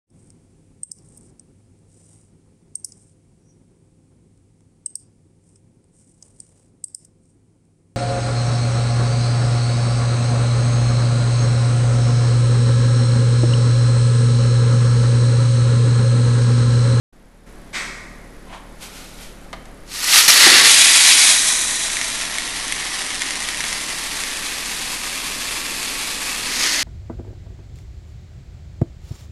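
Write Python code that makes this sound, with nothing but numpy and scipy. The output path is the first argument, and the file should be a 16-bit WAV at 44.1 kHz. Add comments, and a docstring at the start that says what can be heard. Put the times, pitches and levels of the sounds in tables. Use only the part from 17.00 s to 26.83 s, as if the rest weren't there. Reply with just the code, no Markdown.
"""A quiet hall with a low motor hum. A far metal clank, a few scuffs and knocks; a wooden frame with two
hourglasses of small beads is swung upright. The beads slide down the glass, crash into the empty bulbs
and drum on them, each impact a brief crack that rings the glass, until a growing heap muffles the ring.
The frame murmurs under the stream, strays still ping the wall, and the flow surges at the end."""
import sys
import numpy as np
from scipy import signal
from scipy.io import wavfile
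from scipy.ndimage import uniform_filter1d

SR = 44100
rng = np.random.default_rng(int(sys.argv[2]) if len(sys.argv) > 2 else 0)


def digitize_waveform(pressure):
    """Quantize a signal to 16-bit integers and store it at the path in sys.argv[1].

    Rows of a 2-D input are taken as channels; values are limited to [-1, 1].
    """
    field = np.atleast_2d(pressure).T
    bounded = np.clip(field, -1, 1)
    quanta = np.round(bounded * 32767).astype(np.int16)
    wavfile.write(sys.argv[1], SR, quanta)


N = 433503
TIME = np.arange(N) / SR
SLIDE_S, LAND_S, COVERED_S = 2.8435, 3.279, 4.253  # beads start to slide, land, cover the bottoms
BARE_FLOW_DB = -10.5  # steady stream on bare glass

# spectrum of a hard tick (frequency [Hz], relative level [dB])
TICK_SPECTRUM = [(500, -28), (1400, -10.5), (1900, -3), (2800, 0.5), (5000, -0.5), (7500, 0), (11000, -6.5),
                 (12500, -39)]


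def gain_of(db):
    return 10 ** (np.asarray(db) / 20)


def unit_rms(x):
    return x / np.sqrt(np.mean(x ** 2) + 1e-20)


def at_hz(rows, hz):
    """Interpolate over log frequency."""
    f, value = np.transpose(rows)
    return np.interp(np.log(hz + 1), np.log(f + 1), value)


def at_time(rows, t=TIME):
    return np.interp(t, *np.transpose(rows))


def ramp(start_s, length_s):
    return np.clip((TIME - start_s) / length_s, 0, 1)


def swells(rows):
    """Amplitude of power-summed swells, each rising and falling linearly in dB."""
    power = sum(gain_of(db - np.maximum(rise * (s - TIME), fall * (TIME - s)).clip(0, 120)) ** 2
                for s, db, rise, fall in rows)
    return np.sqrt(power)


def wander(samples):
    """Smooth random drift, unit RMS."""
    drift = uniform_filter1d(rng.standard_normal(N), size=samples)
    return unit_rms(uniform_filter1d(drift, size=samples // 2))


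def add(mix, start_s, sound):
    part = mix[round(start_s * SR):][:len(sound)]
    part += sound[:len(part)]


def colour(x, spectrum, size=4096):
    """Minimum-phase filter of unit energy."""
    hz = abs(np.fft.fftfreq(size, 1 / SR))
    log_gain = np.log(gain_of(np.maximum(at_hz(spectrum, hz), -100)))
    taps = np.fft.ifft(np.exp(np.conj(signal.hilbert(log_gain)))).real[:size // 2]
    return signal.oaconvolve(x, taps / np.linalg.norm(taps))[:len(x)]


def ring(modes, t, detune=0., uneven=0.304):
    """Damped sines; pitch and strength vary per blow."""
    chance = rng.uniform(-1, 1, (len(modes), 2))
    return sum((1 + uneven * b) * gain_of(db - 60 * t / t60)
               * np.sin(2 * np.pi * hz * (1 + detune * a) * t)
               for (hz, db, t60), (a, b) in zip(modes, chance))


def burst(t, decay_s):
    return rng.standard_normal(len(t)) * np.exp(-t / decay_s)


def dying_noise(t60_rows):
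    """1 s of noise, each band with its own T60."""
    hz, t, bands = signal.stft(rng.standard_normal(SR), SR, nperseg=256)
    decay = gain_of(-60 * t / at_hz(t60_rows, hz)[:, None])
    return signal.istft(bands * decay, SR, nperseg=256)[1][:SR]


def motor(waver_rad=0.10456, throb_db=1.18):
    """Slow motor: wavering, throbbing lines over a rumble."""
    # motor lines (frequency [Hz], relative level [dB])
    lines = [(37.7, -46.5), (75.4, -59.5), (100, -62.5), (113, -60), (156.1, -56.5), (188.4, -55.5),
             (226.1, -57), (263.8, -60.5), (565.2, -63.5)]
    rad_per_hz = 2 * np.pi * TIME + waver_rad * wander(SR // 3) / lines[0][0]
    hum = sum(gain_of(db - 3) * np.sin(hz * rad_per_hz + 2 * np.pi * rng.random()) for hz, db in lines)
    hum *= np.sqrt(2) * gain_of(throb_db * wander(SR // 12))
    low_band = signal.butter(2, [27, 58], "band", fs=SR, output="sos")
    rumble = unit_rms(signal.sosfilt(low_band, rng.standard_normal(N)))
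    return hum + gain_of(-60) * rumble


def whine(tone_hz=10000, pulse_hz=33.35, duty=.075):
    """Faint pulsing electrical whine."""
    pulses = (TIME * pulse_hz + .45) % 1 < duty
    return gain_of(-54) * uniform_filter1d(pulses * 1., size=30) * np.sin(2 * np.pi * tone_hz * TIME)


def background(flow, open_s=.125, step_s=0.4573, step_db=8, dip_db=-5.5):
    """Room noise, motor and whine: open softly, step up, dip under the loudest pouring."""
    # room noise (frequency [Hz], relative level [dB])
    air_spectrum = [(10, 12), (25, 8.5), (60, -17.5), (130, -8.5), (280, -1), (550, -5), (1000, -11),
                    (2000, -13.5), (2800, -20.5), (6000, -24), (12500, -27.5)]
    air = gain_of(-47) * colour(rng.standard_normal(N), air_spectrum)
    pouring = np.minimum(flow / gain_of(BARE_FLOW_DB), 1)
    level_db = -3.5 + step_db * ramp(step_s, .015) + dip_db * pouring
    return ramp(open_s, .005) * gain_of(level_db) * (air + motor() + whine())


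def hall(x, wet_db=-12, rise_s=0.0268):
    """Add a faint diffuse tail."""
    tail = dying_noise([(300, 0.776), (2000, 0.88), (5000, 0.33), (12000, 0.19)])
    tail *= np.minimum(TIME[:SR] / rise_s, 1)
    return x + gain_of(wet_db) * signal.oaconvolve(x, tail / np.linalg.norm(tail))[:N]


def far_clank(start_s=.727, rise_s=0.0317, gain_db=-22.5, ring_db=-13):
    """Metal struck far off: echoes pile up, then die."""
    # echo colour (frequency [Hz], relative level [dB])
    echo_spectrum = [(120, -44.5), (200, -13.5), (313, -17.5), (386, -10), (458, -19), (554, -12.5),
                     (825, -14.5), (1030, -8), (1650, -6.5), (2210, 1), (2720, -12.5), (3230, -8),
                     (4810, -10), (8220, -17), (12400, -32.5), (16200, -63), (22000, -120)]
    # echo decay (frequency [Hz], T60 [s])
    echo_t60 = [(300, 1.7), (1100, 1.18), (2200, 1.06), (2900, 0.738), (8000, 0.926), (12000, 0.79)]
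    # metal modes (frequency [Hz], relative level [dB], T60 [s])
    metal_modes = [(1169.5, -7, 1.47), (1896, 2, 1.36), (2140, -11, 1.04), (2343, -7, 1.0), (2596, -2, 1),
                   (8064, 0.5, 0.72)]
    out, t = np.zeros(N), TIME[:SR]
    sound = colour(dying_noise(echo_t60), echo_spectrum) + gain_of(ring_db) * ring(metal_modes, t)
    add(out, start_s, gain_of(gain_db) * np.minimum(t / rise_s, 1) * sound)
    return out


def friction(strokes, spectrum, grain_db=1):
    """Noise with a fine, uneven grain under each stroke."""
    grain = gain_of(grain_db * unit_rms(uniform_filter1d(rng.standard_normal(N), size=60)))
    return swells(strokes) * unit_rms(colour(grain * rng.standard_normal(N), spectrum))


def scuffs():
    """A dull scuff, then a dry sliding rub."""
    # strokes (peak [s], level [dB], rise [dB/s], fall [dB/s])
    scuff_strokes = [(1.544, -33.5, 259.5, 250)]
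    rub_strokes = [(1.828, -34, 600, 170), (1.975, -40, 90, 42), (2.225, -40, 150, 130.3),
                   (2.436, -53, 400, 380)]
    # friction colours (frequency [Hz], relative level [dB])
    scuff_spectrum = [(290, -46), (500, -19.5), (693, -6), (850, -11), (996, -2), (1200, -13.5),
                      (2040, -16.5), (3530, -19), (5020, -29.5), (10000, -33.5), (13000, -65.5),
                      (22000, -120)]
    rub_spectrum = [(410, -32), (700, -9), (752, -4), (1080, -8), (1460, -1.5), (1610, -8.5), (2120, -4),
                    (3730, -4), (12400, -10), (16200, -41), (22000, -120)]
    return friction(scuff_strokes, scuff_spectrum) + gain_of(0.5) * friction(rub_strokes, rub_spectrum)


def frame_knocks(clatter_rise_s=0.0013, thump_rise_s=0.00465):
    """Wood on wood: tick, quick clatter, then the frame's low modes swell."""
    # blows of frame and mount (time [s], level [dB], relative thump [dB], relative tick [dB])
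    blows = [(2.529, -24.5, -20, -12), (2.655, -40, -25, -2), (3.279, -34.5, -25, 14),
             (3.465, -16, 10.5, -18)]
    # clatter colour (frequency [Hz], relative level [dB])
    wood_spectrum = [(180, -67.5), (300, -23), (718, 0), (1060, -8.5), (1240, -7), (1430, -11.5),
                     (1890, -6), (2540, -16.5), (3630, -16), (12400, -39), (16200, -69), (22000, -120)]
    # frame modes (frequency [Hz], relative level [dB], T60 [s])
    frame_modes = [(253, -12.5, 0.0636), (343.7, 1.5, 0.054), (797.8, -7.5, 0.07)]
    out, t = np.zeros(N), TIME[:SR // 4]
    for s, db, thump_db, tick_db in blows:
        tick = colour(burst(t, decay_s=.003), TICK_SPECTRUM)
        clatter = colour(burst(t, decay_s=0.0121) * np.minimum(t / clatter_rise_s, 1), wood_spectrum)
        thump = ring(frame_modes, t, detune=0.01986) * np.minimum(t / thump_rise_s, 1)
        add(out, s, gain_of(db) * (gain_of(tick_db) * tick + clatter + gain_of(thump_db) * thump))
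    return out


def frame_murmur(flow, flow_exponent=0.34, growth_db_per_s=0.8541):
    """The frame murmurs under the stream, more as the bulbs fill, and shudders on landing."""
    # frame response (frequency [Hz], relative level [dB])
    frame_spectrum = [(45, -25.5), (80, -13.5), (150, -8), (220, -7), (268, 1), (320, -3), (420, -5.5),
                      (560, -6.5), (800, -9.5), (1100, -9), (3000, -69.5)]
    drive = ramp(SLIDE_S, 0.264) * (flow / gain_of(BARE_FLOW_DB)) ** flow_exponent
    murmur = drive * gain_of(-40 + growth_db_per_s * (TIME - LAND_S))
    shudder = swells([(3.5, -28.5, 200, 56)])  # (peak [s], level [dB], rise [dB/s], fall [dB/s])
    return np.hypot(murmur, shudder) * colour(rng.standard_normal(N), frame_spectrum)


def skipping_beads(gain_db=-7, spread_db=4):
    """Small beads skip off the heap and tick on the wall."""
    # skip rate (time [s], rate [1/s])
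    skip_rate = [(4.4, -3.5), (4.6, 23), (6.0, 22), (6.6, 34), (7.5, 14), (9.5, 5)]
    hits = (rng.random(N) < at_time(skip_rate) / SR) * gain_of(spread_db * rng.uniform(-0.87, 1, N))
    crack = burst(TIME[:SR // 200], decay_s=0.00057)
    ticks = signal.oaconvolve(hits, crack / np.linalg.norm(crack))[:N]
    return gain_of(gain_db) * colour(ticks, TICK_SPECTRUM)


def stray_beads(ping_db=-7.5, rise_s=0.00034):
    """Single beads leap off the heap: a round crack and a short ping of the wall."""
    # loudest bounces (time [s], level [dB], relative crack [dB])
    bounces = [(4.9011, -10, 7.5), (4.9686, -6, 7.5), (5.0135, -7.5, 8.5), (5.3839, -6, 9), (5.7232, -5, 9),
               (5.7599, -17, 9.5), (6.105, -11, 6.5), (6.2192, -6.5, 8), (6.3067, -10, 10.5),
               (6.4878, -8.5, 10), (6.5455, -14.5, 10.5), (6.6056, -7, 7), (6.6398, -7.5, 5),
               (6.7279, -8.5, 9.5), (7.2366, -7, 4.5)]
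    # wall ping (frequency [Hz], relative level [dB], T60 [s])
    ping_modes = [(1945, -6, 0.026), (2142, -1.5, 0.0222), (3406, -4.5, 0.013), (5890, -4, 0.0087)]
    out, t = np.zeros(N), TIME[:SR // 25]
    for s, db, crack_db in bounces:
        crack = colour(burst(t, decay_s=0.00163), TICK_SPECTRUM, size=512)
        crack *= gain_of(crack_db) / np.linalg.norm(crack)
        ping = gain_of(ping_db) * ring(ping_modes, t, detune=0.045)
        add(out, s, gain_of(db) * np.minimum(t / rise_s, 1) * (crack + ping))
    return out


def bead_flow(heap_db=-27, muffle_s=0.3655, growth_db_per_s=0.4992):
    """Stream amplitude: loud on bare glass, muffled by the heap, then slowly gaining; gushes on top."""
    # gushes: slide, slam, bulk of the crash, last surge (peak [s], level [dB], rise [dB/s], fall [dB/s])
    gushes = [(3.178, -6.5, 103.5, 92), (3.281, -5, 6000, 261), (3.43, -9.5, 86, 18),
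              (9.63, -18.5, 86, 16.5)]
    covered_s = np.maximum(TIME - COVERED_S, 0)
    bareness = np.exp(-covered_s / muffle_s)
    steady_db = heap_db + (BARE_FLOW_DB - heap_db) * bareness + growth_db_per_s * covered_s
    return np.hypot(ramp(LAND_S, .01) * gain_of(steady_db), ramp(SLIDE_S, 0.082) * swells(gushes))


def impacts(t, spread_db=2.5):
    """Clicks of uneven size and steady mean power."""
    # bead landings (time [s], rate [1/s])
    landing_rate = [(2.85, 8700), (3.5, 10760), (4.3, 11290), (5.1, 5900), (6.8, 5500), (8.0, 7180),
                    (9.8, 9700)]
    per_s = at_time(landing_rate, t)
    size = gain_of(spread_db * np.minimum(rng.exponential(1, len(t)), 4))
    return unit_rms(size * (rng.random(len(t)) < per_s / SR) / np.sqrt(per_s))


def patter(hits, decay_s=0.0005471, spots=48, samples=80):
    """Each struck spot answers with its own brief crack."""
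    cracks = rng.standard_normal((spots, samples)) * np.exp(-TIME[:samples] / decay_s)
    cracks /= np.linalg.norm(cracks, axis=1, keepdims=True)
    at = np.flatnonzero(hits)
    struck = cracks[rng.integers(0, spots, len(hits))[at]] * hits[at, None]
    positions = at[:, None] + np.arange(samples)
    return unit_rms(np.bincount(positions.ravel(), struck.ravel(), len(hits))[:len(hits)])


def glass_ring(hits, modes, highpass_hz=900):
    """Each impact feeds each glass resonance by a different amount."""
    out = np.zeros(len(hits))
    for hz, width_hz, db in modes:
        radius, angle = np.exp(-np.pi * width_hz / SR), 2 * np.pi * hz / SR
        drive = hits * rng.uniform(-0.7, 1, len(hits))
        mode = signal.lfilter([1, 0, -1], [1, -2 * radius * np.cos(angle), radius ** 2], drive)
        out += gain_of(db) * (1 - radius) * mode
    return unit_rms(signal.sosfilt(signal.butter(2, highpass_hz, "high", fs=SR, output="sos"), out))


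def surface(share, spectrum, modes, ring_db, gain_db):
    """Beads landing on one surface while it takes a share of the stream's power."""
    out, live = np.zeros(N), np.flatnonzero(share > 0)
    hits = impacts(TIME[live])
    sound = colour(patter(hits), spectrum) + gain_of(ring_db) * glass_ring(hits, modes)
    out[live] = gain_of(gain_db) * np.sqrt(share[live]) * unit_rms(sound)
    return out


def reflections(x, echo_db=-12, decay_s=0.00495, cycle_hz=0.5984, count=40, samples=700):
    """Quick echoes ripple the spectrum; two echo patterns slowly cross-fade in a steady cycle."""
    taps, delays = np.zeros((2, samples)), rng.integers(samples // 6, samples, count)
    taps[:, delays] = rng.choice([-1, 1], (2, count)) * np.exp(-delays / SR / decay_s)
    first, second = (signal.oaconvolve(x, row / np.linalg.norm(row))[:N] for row in taps)
    angle = 2 * np.pi * cycle_hz * TIME
    echoes = first * np.cos(angle) + second * np.sin(angle)
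    return (x + gain_of(echo_db) * echoes) / np.hypot(1, gain_of(echo_db))


def bead_stream(flow, flutter_db=0.7837):
    """The stream passes from surface to surface: walls, bare bottoms, thin layer, heap."""
    # entry of each stage after the slide (start [s], crossfade [s])
    handovers = [(3.3, 0.166), (3.63, 0.094), (4.2, 0.281), (4.65, 0.67), (6.3, 1.7502), (9.42, 0.167)]
    # impact colour per stage (frequency [Hz], relative level [dB])
    slide_spectrum = [(180, -48), (300, -30), (981, -8), (1060, -13), (1180, -5), (1450, -7), (1980, -2.5),
                      (3110, -4), (4450, -0.5), (11000, -9), (12400, -9.5), (16200, -48), (22000, -120)]
    crash_spectrum = [(240, -54), (400, -17), (725, -15), (801, -15), (1080, -9.5), (1170, -6), (1470, -8),
                      (1870, -1.5), (2520, -7), (3860, -3), (5810, -10.5), (10400, -11), (11800, -17.5),
                      (15300, -54), (22000, -120)]
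    bare_spectrum = [(350, -60), (600, -17), (1110, -10), (1240, -12), (1400, -8.5), (1820, -4.5),
                     (2410, 0.5), (2760, -3), (3900, 0), (5720, -3), (10500, -3.5), (11400, -8.5),
                     (14800, -82.5), (22000, -120)]
    drum_spectrum = [(350, -41.5), (600, -23.5), (638, -5.5), (704, -14.5), (1100, -6.5), (1370, -10.5),
                     (1900, -3.5), (2960, -7.5), (3930, 0.5), (4670, -8), (5970, 0), (8520, -2), (9750, -1),
                     (11300, -7), (14700, -92.5), (22000, -120)]
    layer_spectrum = [(350, -49), (600, -14.5), (670, -11), (1140, -6.5), (1470, -9), (1880, -1.5),
                      (2530, -5), (3740, -4), (5210, -5.5), (5970, -6), (7170, -9), (9630, -8),
                      (11300, -10), (14700, -117.5), (22000, -120)]
    heap_spectrum = [(350, -39.5), (600, -25), (655, -14), (733, -10.5), (1140, -2), (1460, -8), (1640, -2),
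                     (2670, 0.5), (2980, -6.5), (3380, -2), (4630, -2.5), (5310, -4), (8660, -6),
                     (12000, -8.5), (15600, -83.5), (22000, -120)]
    surge_spectrum = [(350, -38.5), (600, -17), (1520, -8), (1640, -5), (2060, 0), (2830, -7), (3500, -4.5),
                      (3830, -6), (4340, -3.5), (6660, -6), (7950, -10.5), (11300, -15.5), (12200, -17.5),
                      (15900, -50), (22000, -120)]
    # glass modes: tapering walls, bare bottoms, thinly covered bottoms, part-filled bulbs
    # (frequency [Hz], width [Hz], relative level [dB])
    wall_modes = [(1969, 90, 0.5), (2850, 210, -5.5), (3767.1, 300, -7.5), (4432, 382, -1.5),
                  (4715, 58, -5.5), (5280, 176, -2), (6508, 83, -2)]
    bottom_modes = [(1898, 168, -0.5), (2398, 95, -2), (3398.6, 54, 3), (3909.5, 146, 2.5),
                    (4793.1, 65, -1), (6049, 152, -1), (6700, 148, -1), (8423, 49, -2), (9435, 58, 3)]
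    covered_modes = [(1891, 187.1, -0.5), (3869, 78, -1.5), (6040, 210.6, -2.5), (7640, 220, -7.5),
                     (8643.4, 116, -2.5), (9530, 110, -6)]
    filled_modes = [(1172, 56, -3), (2656, 1120, 6), (3430, 90, 7.5), (4450, 115, -3.5), (8681, 480, -3)]
    stage = sum(ramp(start_s, fade_s) for start_s, fade_s in handovers)
    slide, crash, bare, drum, layer, heap, surge = (1 - abs(stage - k) for k in range(7))
    stream = (surface(slide, slide_spectrum, wall_modes, ring_db=-9, gain_db=-0.49)
              + surface(crash, crash_spectrum, wall_modes, ring_db=-4, gain_db=.5)
              + surface(bare, bare_spectrum, bottom_modes, ring_db=-8.5, gain_db=0.05)
              + surface(drum, drum_spectrum, bottom_modes, ring_db=-6, gain_db=1.79)
              + surface(layer, layer_spectrum, covered_modes, ring_db=-10, gain_db=-0.0455)
              + surface(heap, heap_spectrum, filled_modes, ring_db=-9, gain_db=-1)
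              + surface(surge, surge_spectrum, wall_modes, ring_db=-9.5, gain_db=0))
    # flutter: beads jam and slip in the neck
    return reflections(stream) * flow * gain_of(flutter_db * wander(900))


def scene():
    """Mono mix; handling and loose beads get the hall tail."""
    flow = bead_flow()
    near = hall(frame_knocks() + scuffs() + stray_beads() + skipping_beads())
    return (bead_stream(flow) + frame_murmur(flow) + near + far_clank() + background(flow))[None]


def record(dry, ceiling=0.9613, cutoff_hz=12600):
    """Clip the peaks, then low-pass."""
    lowpass = signal.firwin(511, cutoff_hz, window=("kaiser", 9), fs=SR)
    return signal.oaconvolve(np.clip(dry, -ceiling, ceiling), lowpass[None], "same")


dry = scene()
out = record(dry)
digitize_waveform(out)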